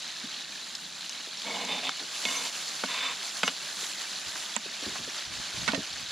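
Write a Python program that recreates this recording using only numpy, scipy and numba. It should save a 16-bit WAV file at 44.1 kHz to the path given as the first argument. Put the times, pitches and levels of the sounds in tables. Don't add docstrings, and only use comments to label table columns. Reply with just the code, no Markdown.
import sys
import numpy as np
from scipy import signal
from scipy.fft import rfft, irfft
from scipy.io import wavfile
from numba import njit

SR = 44100
rng = np.random.default_rng(int(sys.argv[2]) if len(sys.argv) > 2 else 0)


def transcribe(u):
    v = np.clip(np.atleast_2d(u).T, -1, 1)
    q = np.round(v * 32767).astype(np.int16)
    wavfile.write(sys.argv[1], SR, q)


N = 269451
T = np.arange(N) / SR
HZ = np.maximum(np.arange(4097) * SR / 8192, 1)

# (frequency [Hz], level [dB])
OIL_SPECTRUM = [(180, -51), (300, -11.5), (510, -12), (610, -6), (794, -7), (1330, -5), (2170, -7.5),
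                (4280, -0.5), (5390, -5), (7370, -2), (8280, -15), (9600, -8.5), (12500, -19), (15500, -36)]
# (centre [Hz], width [Hz], level [dB])
PAN_BANDS = [(3520, 2800, 2), (7080, 1100, -2), (7600, 730, -1), (10210, 280, 4.5), (11020, 2200, -6)]
# (time [s], level [dB], extra fizz [dB], settling time constant [s])
FLARES = [(0.38, -1.2, 3.5, 1.5), (1.3, 3, -1, 0.41), (1.93, 3, 4.5, 3.66), (2.07, 0.25, 7.5, 0.45),
          (3.13, -1.1, 7, 0.2), (3.6, 0.1, 8.5, 0.31), (4.18, 0, 5.5, 0.076), (4.72, 1.4, 3.5, 0.42),
          (5.331, 1, 2.5, 0.45)]
# (time [s], level [dB], pitch [Hz])
SNAPS = [(0.7518, -7.5, 4750), (1.0944, -9.5, 5900), (1.4185, -10.5, 3590), (1.6495, -12.5, 6500),
         (4.461, -12.5, 3240), (5.719, -7, 4030)]
# (start [s], end [s], rasp [dB], swell over the stroke [dB], muffling [dB],
# hollow board [dB], blade ring [dB], blade band [Hz], groan [dB], groan [Hz])
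STROKES = [(1.451, 1.696, -45.5, 1.5, -1, -41.5, -42, 2200, -45, 870),
           (1.698, 1.801, -35.5, -4.5, -12, -40, -38.5, 3600, -41, 852),
           (1.82, 1.891, -34, 5, -16, -43.5, -53, 3600, -43.5, 753),
           (2.27, 2.488, -42, -5, 0, -47.5, -39, 2520, -48.5, 970),
           (2.885, 3.115, -35, 3, 2, -49, -36, 3370, -47, 1080)]
# (frequency [Hz], level [dB])
RASP_SPECTRUM = [(60, -47), (200, 9), (600, -13), (1000, 13.5), (1450, 7.5), (2400, 14), (3000, 11.5),
                 (3750, 13), (4600, -10), (7000, -8), (15000, -33)]
# (time [s], length [s], level [dB], pitch [Hz])
SQUEALS = [(1.455, 0.073, -41, 2235), (1.835, 0.093, -40, 3538), (2.273, 0.048, -43, 6200),
           (2.361, 0.031, -32.5, 6280), (3.44, 0.041, -39.5, 6100)]
# (time [s], level [dB], chatter t60 [s], blade ring [dB], board ring [dB],
# hardness [Hz], clink [dB], clink [Hz], clink t60 [s])
TAPS = [(1.8932, -5.5, 0.009, -9, -24, 3300, -16, 773, 0.084),
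        (2.253, -9, 0.015, 8.5, 0, 4920, -3.5, 3538, 0.073),
        (2.837, -4, 0.023, -6.5, -0.5, 1490, -9.5, 1480, 0.031),
        (3.4322, -4, 0.034, 3, 1.5, 4100, -3, 1270, 0.046),
        (3.4782, -5.5, 0.051, -8, 0, 5050, 1, 2900, 0.06)]
# (frequency [Hz], level [dB])
KNOCK_SPECTRUM = [(50, -36), (120, -13), (250, -3), (600, -7), (1300, 5.5), (2000, 2.5), (3200, 5.5),
                  (5000, 2.5), (8000, -3.5), (15000, -5)]
BLADE_HZ = [1035, 2165, 2235, 2550, 2905, 3538, 3915, 4830, 6130, 7456]
# (level [dB], t60 [s])
BLADE_RING = [(7, 0.33), (18.3, 0.19), (21.9, 0.057), (22, 0.063), (7.56, 0.31), (8.3333, 0.29),
              (2.7778, 0.11), (10, 0.16), (6, 0.19), (5, 0.3)]
BLADE_MODES = np.column_stack([BLADE_HZ, BLADE_RING])
BLADE_RUB_DB = [-12, -1, -7, -7, -1, 6, -2, 0, -5, -0.5]
# (pitch [Hz], level [dB], t60 [s])
BOARD_MODES = [(184, 1.5, 0.095), (251, 8.5, 0.035), (270.7, 2, 0.11), (467, 7, 0.027), (616, 3.5, 0.049),
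               (698, 3, 0.048), (910, 8, 0.031), (990, 10.5, 0.013)]
# (time [s], level [dB], clatter t60 [s], hardness [Hz],
# board ring [dB], left minus right [dB], thud [dB], thud [Hz], clink [dB], clink [Hz], clink t60 [s])
CLACKS = [(4.5643, -2.5, 0.033, 2350, -9, -22.5, -10, 220, -5.5, 7250, 0.0067),
          (5.6784, -1.5, 0.068, 4350, -3.5, -16.5, -14, 175, -4, 2220, 0.047),
          (5.686, 0, 0.22, 1780, -17, -10, -6, 214, -4.5, 1473, 0.046),
          (5.7331, -8, 0.025, 1600, 4, -14, -2.5, 272.6, -12, 641, 0.26),
          (5.7469, -5.5, 0.041, 4600, -29, -14, -9, 535, -14, 1830, 0.13)]
# (frequency [Hz], level [dB])
LID_SPECTRUM = [(50, -36), (130, -44), (300, -16), (800, 0.5), (1450, 2), (2400, 1.5), (4200, 2),
                (5600, -3), (7500, 2.5), (10000, -4), (12000, -32), (15000, -36)]
# (pitch [Hz], level [dB], t60 [s])
BOX_MODES = [(915, -4, 0.029), (1180, 7, 0.04), (1460, 6, 0.035), (1880, 14, 0.043), (2640, 20.5, 0.02)]
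# (time [s], level [dB], t60 [s], body pitch [Hz])
SOFT_THUDS = [(0.238, -37, 0.099, 260), (1.271, -41.5, 0.05, 476), (2.001, -47.5, 0.39, 343),
              (3.829, -33.5, 0.013, 514), (4.356, -27.5, 0.021, 1260), (5.075, -35, 0.046, 387),
              (5.62, -42, 0.27, 130), (5.776, -28.5, 0.099, 238)]
# (time [s], heel [dB], heel [Hz], sole [dB], sole [Hz])
STEPS = [(4.658, -39, 390, -55, 403), (4.825, -37, 345, -37.5, 283), (4.954, -32.5, 1390, -44, 215),
         (5.54, -45, 291, -41, 138)]
# (frequency [Hz], level [dB])
FIRE_SPECTRUM = [(40, -23), (65, -4), (90, -39), (120, -13), (160, 4.5), (290, -1), (450, -9.5),
                 (900, -13.5), (3000, -67)]
# (time [s], length [s], level [dB], left minus right [dB])
GUSTS = [(4.259, 0.02, -51, -4), (5.252, 0.14, -52, -1.5), (5.528, 0.25, -49, 1),
         (5.897, 0.25, -57.5, -13.5)]
# (frequency [Hz], level [dB])
BUFFET_SPECTRUM = [(20, -16), (60, 9.5), (130, 5.5), (250, 2), (600, -15), (2000, -59)]
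# (frequency [Hz], level [dB])
PORT_DIFFERENCE = [(100, -35), (380, -13), (800, -12), (1300, -8.5), (2400, -9.5), (3800, -23), (5500, -6),
                   (7000, -6), (8700, 3.5), (11000, -11.5), (15000, 1)]

FRY_DB, FIZZ_DB = -41, -8
FLARE_RISE_S = 0.26
BOARD_AWAY_S, BOARD_MOVE_S, COVERED_FIZZ_DB = 2.04, 0.29, 3.5
ROLL_S = 0.034
CALM_DB, GUST_RISE_S, GUST_FALL_S = -77, 0.016, 0.045
TOP_HZ = 15700


def sizzle(pops_per_s=3600, spread_db=1.5, steam_db=-6, bubble_db=-5, flutter_db=1.4,
           flicker_db=-0.5, gap_hz=4000, gap_q=9, gap_db=-7, simmer_db=0, simmer_share=0.29,
           simmer_hz=2000, fizz_hz=6500):
    flare_db, fizz_db = sum(
        np.outer([db, extra_db], swell(s, FLARE_RISE_S, FLARE_RISE_S, settle_s))
        for s, db, extra_db, settle_s in FLARES)
    covered = np.clip((BOARD_AWAY_S - T) / BOARD_MOVE_S + .5, 0, 1)
    pan_bands_db = sum(db / (1 + (2 * (HZ - hz) / width) ** 2) for hz, width, db in PAN_BANDS)
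    tone_db = shape(OIL_SPECTRUM) + pan_bands_db
    rate = pops_per_s * undb(flare_db)
    mid = unit(crackle(rate, spread_db, steam_db) + undb(bubble_db) * bubbles())
    side = colour(crackle(rate, spread_db, steam_db), shape(PORT_DIFFERENCE))
    sound = colour(mid + side * np.array([[1], [-1]]), tone_db)
    sound /= np.std(band(sound.mean(0), [3600, 7500], "bandpass"))
    simmer, rest = split(sound, simmer_hz)
    body, fizz = split(rest, fizz_hz)
    body = body + covered * undb(gap_db) * resonance(body, gap_hz, gap_q)
    unrest = 1 - covered / 2
    wet_db = FIZZ_DB + fizz_db + COVERED_FIZZ_DB * covered
    simmer_gain_db = simmer_db + simmer_share * wet_db + unrest * flicker_db * walk(35)
    simmer = simmer * undb(simmer_gain_db) * pan(-2.0)
    body = body * undb(unrest * flicker_db * walk(30) / 2) * pan(-0.61)
    fizz = fizz * undb(wet_db + unrest * flicker_db * walk(24.9)) * pan(-2.1)
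    level_db = FRY_DB + flare_db + unrest * flutter_db * walk(21.92)
    return (simmer + body + fizz) * undb(level_db)


def plinks(level_db=-53):
    return undb(level_db) * bubbles(low_hz=2308, high_hz=6960, cycles=24, count=220)


def spatter(per_s=70, spread_db=2.3, level_db=-65, low_hz=5000, top_hz=8000):
    ticks = clicks(per_s, spread_db)
    ticks = band(band(ticks, low_hz, "highpass"), top_hz, "lowpass")
    return ports(unit(ticks) * undb(level_db), pan_db=12, width_db=2)


def snaps(t60=0.016, q=5.6, top_hz=7000):
    out = np.zeros(N)
    for s, db, hz in SNAPS:
        snap = band(resonance(chatter(t60), hz, q), top_hz, "lowpass")
        add(out, s, undb(db) * snap / np.linalg.norm(snap))
    return ports(out, pan_db=2.5, width_db=-3)


def scrapes(slips_per_s=1500, spread_db=1.5, grip_db=1.4, edge_s=0.036, bite_q=4, blade_bite_db=7,
            mode_width_hz=36, shift_db=2, groan_q=9, muffle_hz=1550, muffle_width_hz=900,
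            groan_waver=0.055, lift_share=0.37):
    slips = clicks(slips_per_s, spread_db) * undb(grip_db * walk(130))
    hollow = unit(ring(slips, BOARD_MODES))
    blade = sum(undb(db + shift_db * walk(35)) * unit(resonance(slips, hz, hz / mode_width_hz))
                for hz, db in zip(BLADE_HZ, BLADE_RUB_DB))
    muffle = 1 / (1 + (2 * (HZ - muffle_hz) / muffle_width_hz) ** 2)
    out = np.zeros(N)
    for (start, end, db, swell_db, muffle_db, hollow_db,
         blade_db, blade_hz, groan_db, groan_hz) in STROKES:
        progress = np.clip((T - start) / (end - start), 0, 1)
        contact = np.minimum((T - start) / edge_s, (end - T) / (lift_share * (end - start)))
        pressure = np.clip(contact + .5, 0, 1) * undb(swell_db * (progress - .5))
        rasp = unit(colour(slips, shape(RASP_SPECTRUM) + muffle_db * muffle))
        steel = unit(blade + undb(blade_bite_db) * resonance(blade, blade_hz, bite_q))
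        groan = unit(resonance(slips, groan_hz, groan_q))
        groan = np.interp(T + groan_waver * np.cumsum(walk(20)) / SR, T, groan)
        stroke = undb(db) * rasp + undb(hollow_db) * hollow
        stroke = stroke + undb(blade_db) * steel + undb(groan_db) * groan
        out += pressure * stroke
    return ports(out, pan_db=-2.0, width_db=-4.5)


def squeals():
    out = np.zeros(N)
    for s, length_s, db, hz in SQUEALS:
        mode_hz = min(BLADE_HZ, key=lambda mode: abs(mode - hz))
        add(out, s, sing(length_s, db, mode_hz, waver=0.005, rough_db=3.5))
    return ports(out, pan_db=2.0, width_db=-8)


def taps(chatter_db=22, level_db=5):
    contact, blade, board, clinks = np.zeros((4, N))
    for s, db, t60, blade_db, board_db, hard_hz, clink_db, clink_hz, clink_t60 in TAPS:
        blow = undb(chatter_db) * np.sqrt(t60) * chatter(t60)
        blow[0] += 1
        add(contact, s, undb(db) * band(blow, hard_hz, "lowpass"))
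        add(blade, s, undb([db + blade_db]))
        add(clinks, s, clink(clink_db, clink_hz, clink_t60))
        add(board, s, undb([db + board_db]))
    knock = undb(level_db) * colour(contact, shape(KNOCK_SPECTRUM))
    sound = knock + ring(blade, BLADE_MODES) + ring(board, BOARD_MODES) + clinks
    return ports(sound, pan_db=-2.0, width_db=-5)


def clacks(level_db=6, own_db=0, box_db=-5, thud_t60=0.1):
    contact, clinks = np.zeros((2, 2, N))
    board, box, thuds = np.zeros((3, N))
    for (s, db, t60, hard_hz, board_db, pan_db, thud_db, thud_hz,
         clink_db, clink_hz, clink_t60) in CLACKS:
        blow = chatter(t60) + undb(own_db) * np.array([chatter(t60), chatter(t60)])
        blow = band(blow, hard_hz, "lowpass") / np.sqrt(2)
        add(contact, s, undb(db + level_db) * pan(pan_db) * blow)
        add(board, s, undb([db + board_db]))
        add(box, s, undb([db + box_db]))
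        add(clinks, s, pan(pan_db) * clink(clink_db, clink_hz, clink_t60))
        add(thuds, s, clink(thud_db, thud_hz, thud_t60))
    clatter = colour(contact, shape(LID_SPECTRUM)) + clinks
    ringing = ring(board, BOARD_MODES) * pan(-2.6) + ring(box, BOX_MODES) * pan(-5)
    return clatter + ringing + ports(thuds, pan_db=0.0, width_db=-3)


def soft_thuds():
    out = np.zeros(N)
    for s, db, t60, hz in SOFT_THUDS:
        add(out, s, thud(db, t60, hz))
    return ports(out, pan_db=0.0, width_db=0)


def steps(heel_t60=0.073, sole_t60=0.29, weight_db=-13, weight_hz=80):
    out = np.zeros(N)
    for s, heel_db, heel_hz, sole_db, sole_hz in STEPS:
        add(out, s, thud(heel_db, heel_t60, heel_hz))
        sole = thud(sole_db, sole_t60, sole_hz)
        add(out, s + ROLL_S, sole + thud(sole_db + weight_db, sole_t60, weight_hz))
    return ports(out, pan_db=-2.0, width_db=2)


def fire(level_db=-60, flicker_db=2, side_db=-14):
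    mid, side = unit(colour(rng.standard_normal((2, N)), shape(FIRE_SPECTRUM)))
    flames = mid + undb(side_db) * side * np.array([[1], [-1]])
    return flames * undb(level_db + flicker_db * walk(22))


def air(gust_db=3):
    rumble = unit(colour(rng.standard_normal((2, N)), shape(BUFFET_SPECTRUM)))
    puffs = sum(undb(db) * pan(pan_db) * swell(s, GUST_RISE_S, length, GUST_FALL_S)
                for s, length, db, pan_db in GUSTS)
    return rumble * (undb(CALM_DB) + puffs) * undb(gust_db * walk(30))


def crackle(pops_per_s, spread_db, steam_db):
    return unit(clicks(pops_per_s, spread_db) + undb(steam_db) * rng.standard_normal(N))


def bubbles(low_hz=1500, high_hz=9000, cycles=4, spread_db=2.5, count=9000):
    out = np.zeros(N)
    t = T[:int(np.log(100) * cycles * SR / low_hz)]
    for when, size, strength in rng.random((count, 3)):
        hz = low_hz * (high_hz / low_hz) ** size
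        burst_db = spread_db * min(-np.log(strength), 4.5)
        tone = np.sin(2 * np.pi * hz * t) * np.exp(-t * hz / cycles)
        add(out, when * N / SR, undb(burst_db) * np.sqrt(hz) * tone)
    return unit(out)


def sing(length_s, db, hz, waver, rough_db, rate=140, fade_s=0.012):
    t = T[:int(length_s * SR)]
    pitch = hz * (1 + waver * walk(rate)[:len(t)])
    tone = np.sin(2 * np.pi * np.cumsum(pitch) / SR) * undb(rough_db * walk(rate)[:len(t)])
    return undb(db) * unit(tone) * np.clip(np.minimum(t, length_s - t) / fade_s, 0, 1)


def chatter(t60):
    t = T[:SR // 4]
    burst = rng.standard_normal(len(t)) * np.exp(-np.log(1000) * t / t60)
    return burst / np.linalg.norm(burst)


def clink(db, hz, t60):
    t = T[:SR // 4]
    note = np.sin(2 * np.pi * hz * t) * (1 - np.exp(-t * hz)) * np.exp(-np.log(1000) * t / t60)
    return undb(db) * note / np.linalg.norm(note)


def thud(db, t60, hz, rise_s=0.0013):
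    t = T[:SR // 4]
    envelope = np.minimum(t / rise_s, 1) * np.exp(-np.log(1000) * t / t60)
    x = band(rng.standard_normal(len(t)) * envelope, [hz / 1.75, hz * 1.4], "bandpass")
    return undb(db) * x * np.linalg.norm(envelope) / np.linalg.norm(x)


def ring(x, modes):
    t = T[:SR // 2]
    response = sum(
        (-1) ** k * undb(db) * np.sin(2 * np.pi * hz * t) * np.exp(-np.log(1000) * t / t60)
        for k, (hz, db, t60) in enumerate(modes))
    response = band(band(response, 132, "highpass"), 115, "highpass")
    return signal.fftconvolve(x, response / np.linalg.norm(response))[:N]


def resonance(x, hz, q):
    return signal.lfilter(*signal.iirpeak(hz, q, SR), x)


def clicks(rate, spread_db):
    size = undb(spread_db * np.minimum(rng.exponential(size=N), 5.5))
    return unit((rng.random(N) < rate / SR) * size * rng.choice([-1, 1], N))


def walk(rate):
    knots = rng.standard_normal(2000)
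    return np.interp(T * rate, np.arange(len(knots)), knots)


def swell(s, rise_s, hold_s, fall_s):
    return np.clip((T - s) / rise_s, 0, 1) * np.exp(-np.maximum(T - s - hold_s, 0) / fall_s)


def ports(x, pan_db, width_db, scatter_t60=0.016):
    scattered = signal.fftconvolve(x, chatter(scatter_t60))[:N]
    side = colour(scattered, shape(PORT_DIFFERENCE) + width_db)
    return (x + side * np.array([[1], [-1]])) * pan(pan_db)


def pan(db):
    return undb(np.array([[db], [-db]]) / 2)


def add(track, s, x):
    i = int(s * SR)
    track[..., i:i + x.shape[-1]] += x[..., :N - i]


def shape(points):
    hz, db = np.transpose(points)
    return np.interp(np.log(HZ), np.log(hz), db)


def colour(x, db):
    cepstrum = irfft(np.log(undb(db)))
    half = len(cepstrum) // 2
    cepstrum[1:half] *= 2
    cepstrum[half + 1:] = 0
    response = irfft(np.exp(rfft(cepstrum)))
    return signal.oaconvolve(x, np.array(response, ndmin=x.ndim), axes=-1)[..., :N]


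def band(x, hz, kind):
    edges = np.minimum(hz, SR / 2 - 1000)
    return signal.sosfilt(signal.butter(2, edges, kind, fs=SR, output="sos"), x)


def split(x, hz):
    return [band(band(x, hz, kind), hz, kind) for kind in ("lowpass", "highpass")]


def undb(db):
    return 10 ** (np.asarray(db) / 20)


def unit(x):
    return x / np.sqrt(np.mean(x ** 2))


@njit
def follow(x, fall):
    out, peak = np.empty(len(x)), 0.
    for i in range(len(x)):
        peak = max(x[i], peak * fall)
        out[i] = peak
    return out


def scene():
    frying = sizzle() + plinks() + spatter()
    knife = scrapes() + squeals() + taps()
    handling = snaps() + clacks() + soft_thuds() + steps()
    return frying + knife + handling + fire() + air()


def record(dry, knee_db=-12, release_s=0.05, attack_s=0.00018, slope=0.79):
    peak = follow(np.abs(dry).max(0), np.exp(-1 / (release_s * SR)))
    target = np.maximum(peak / undb(knee_db), 1) ** -slope
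    lag = np.exp(-1 / (attack_s * SR))
    gain = 1 + signal.lfilter([1 - lag], [1, -lag], target - 1)
    top_cut = signal.ellip(10, .2, 70, TOP_HZ, fs=SR, output="sos")
    return signal.sosfilt(top_cut, dry * gain)


dry = scene()
out = record(dry)
transcribe(out)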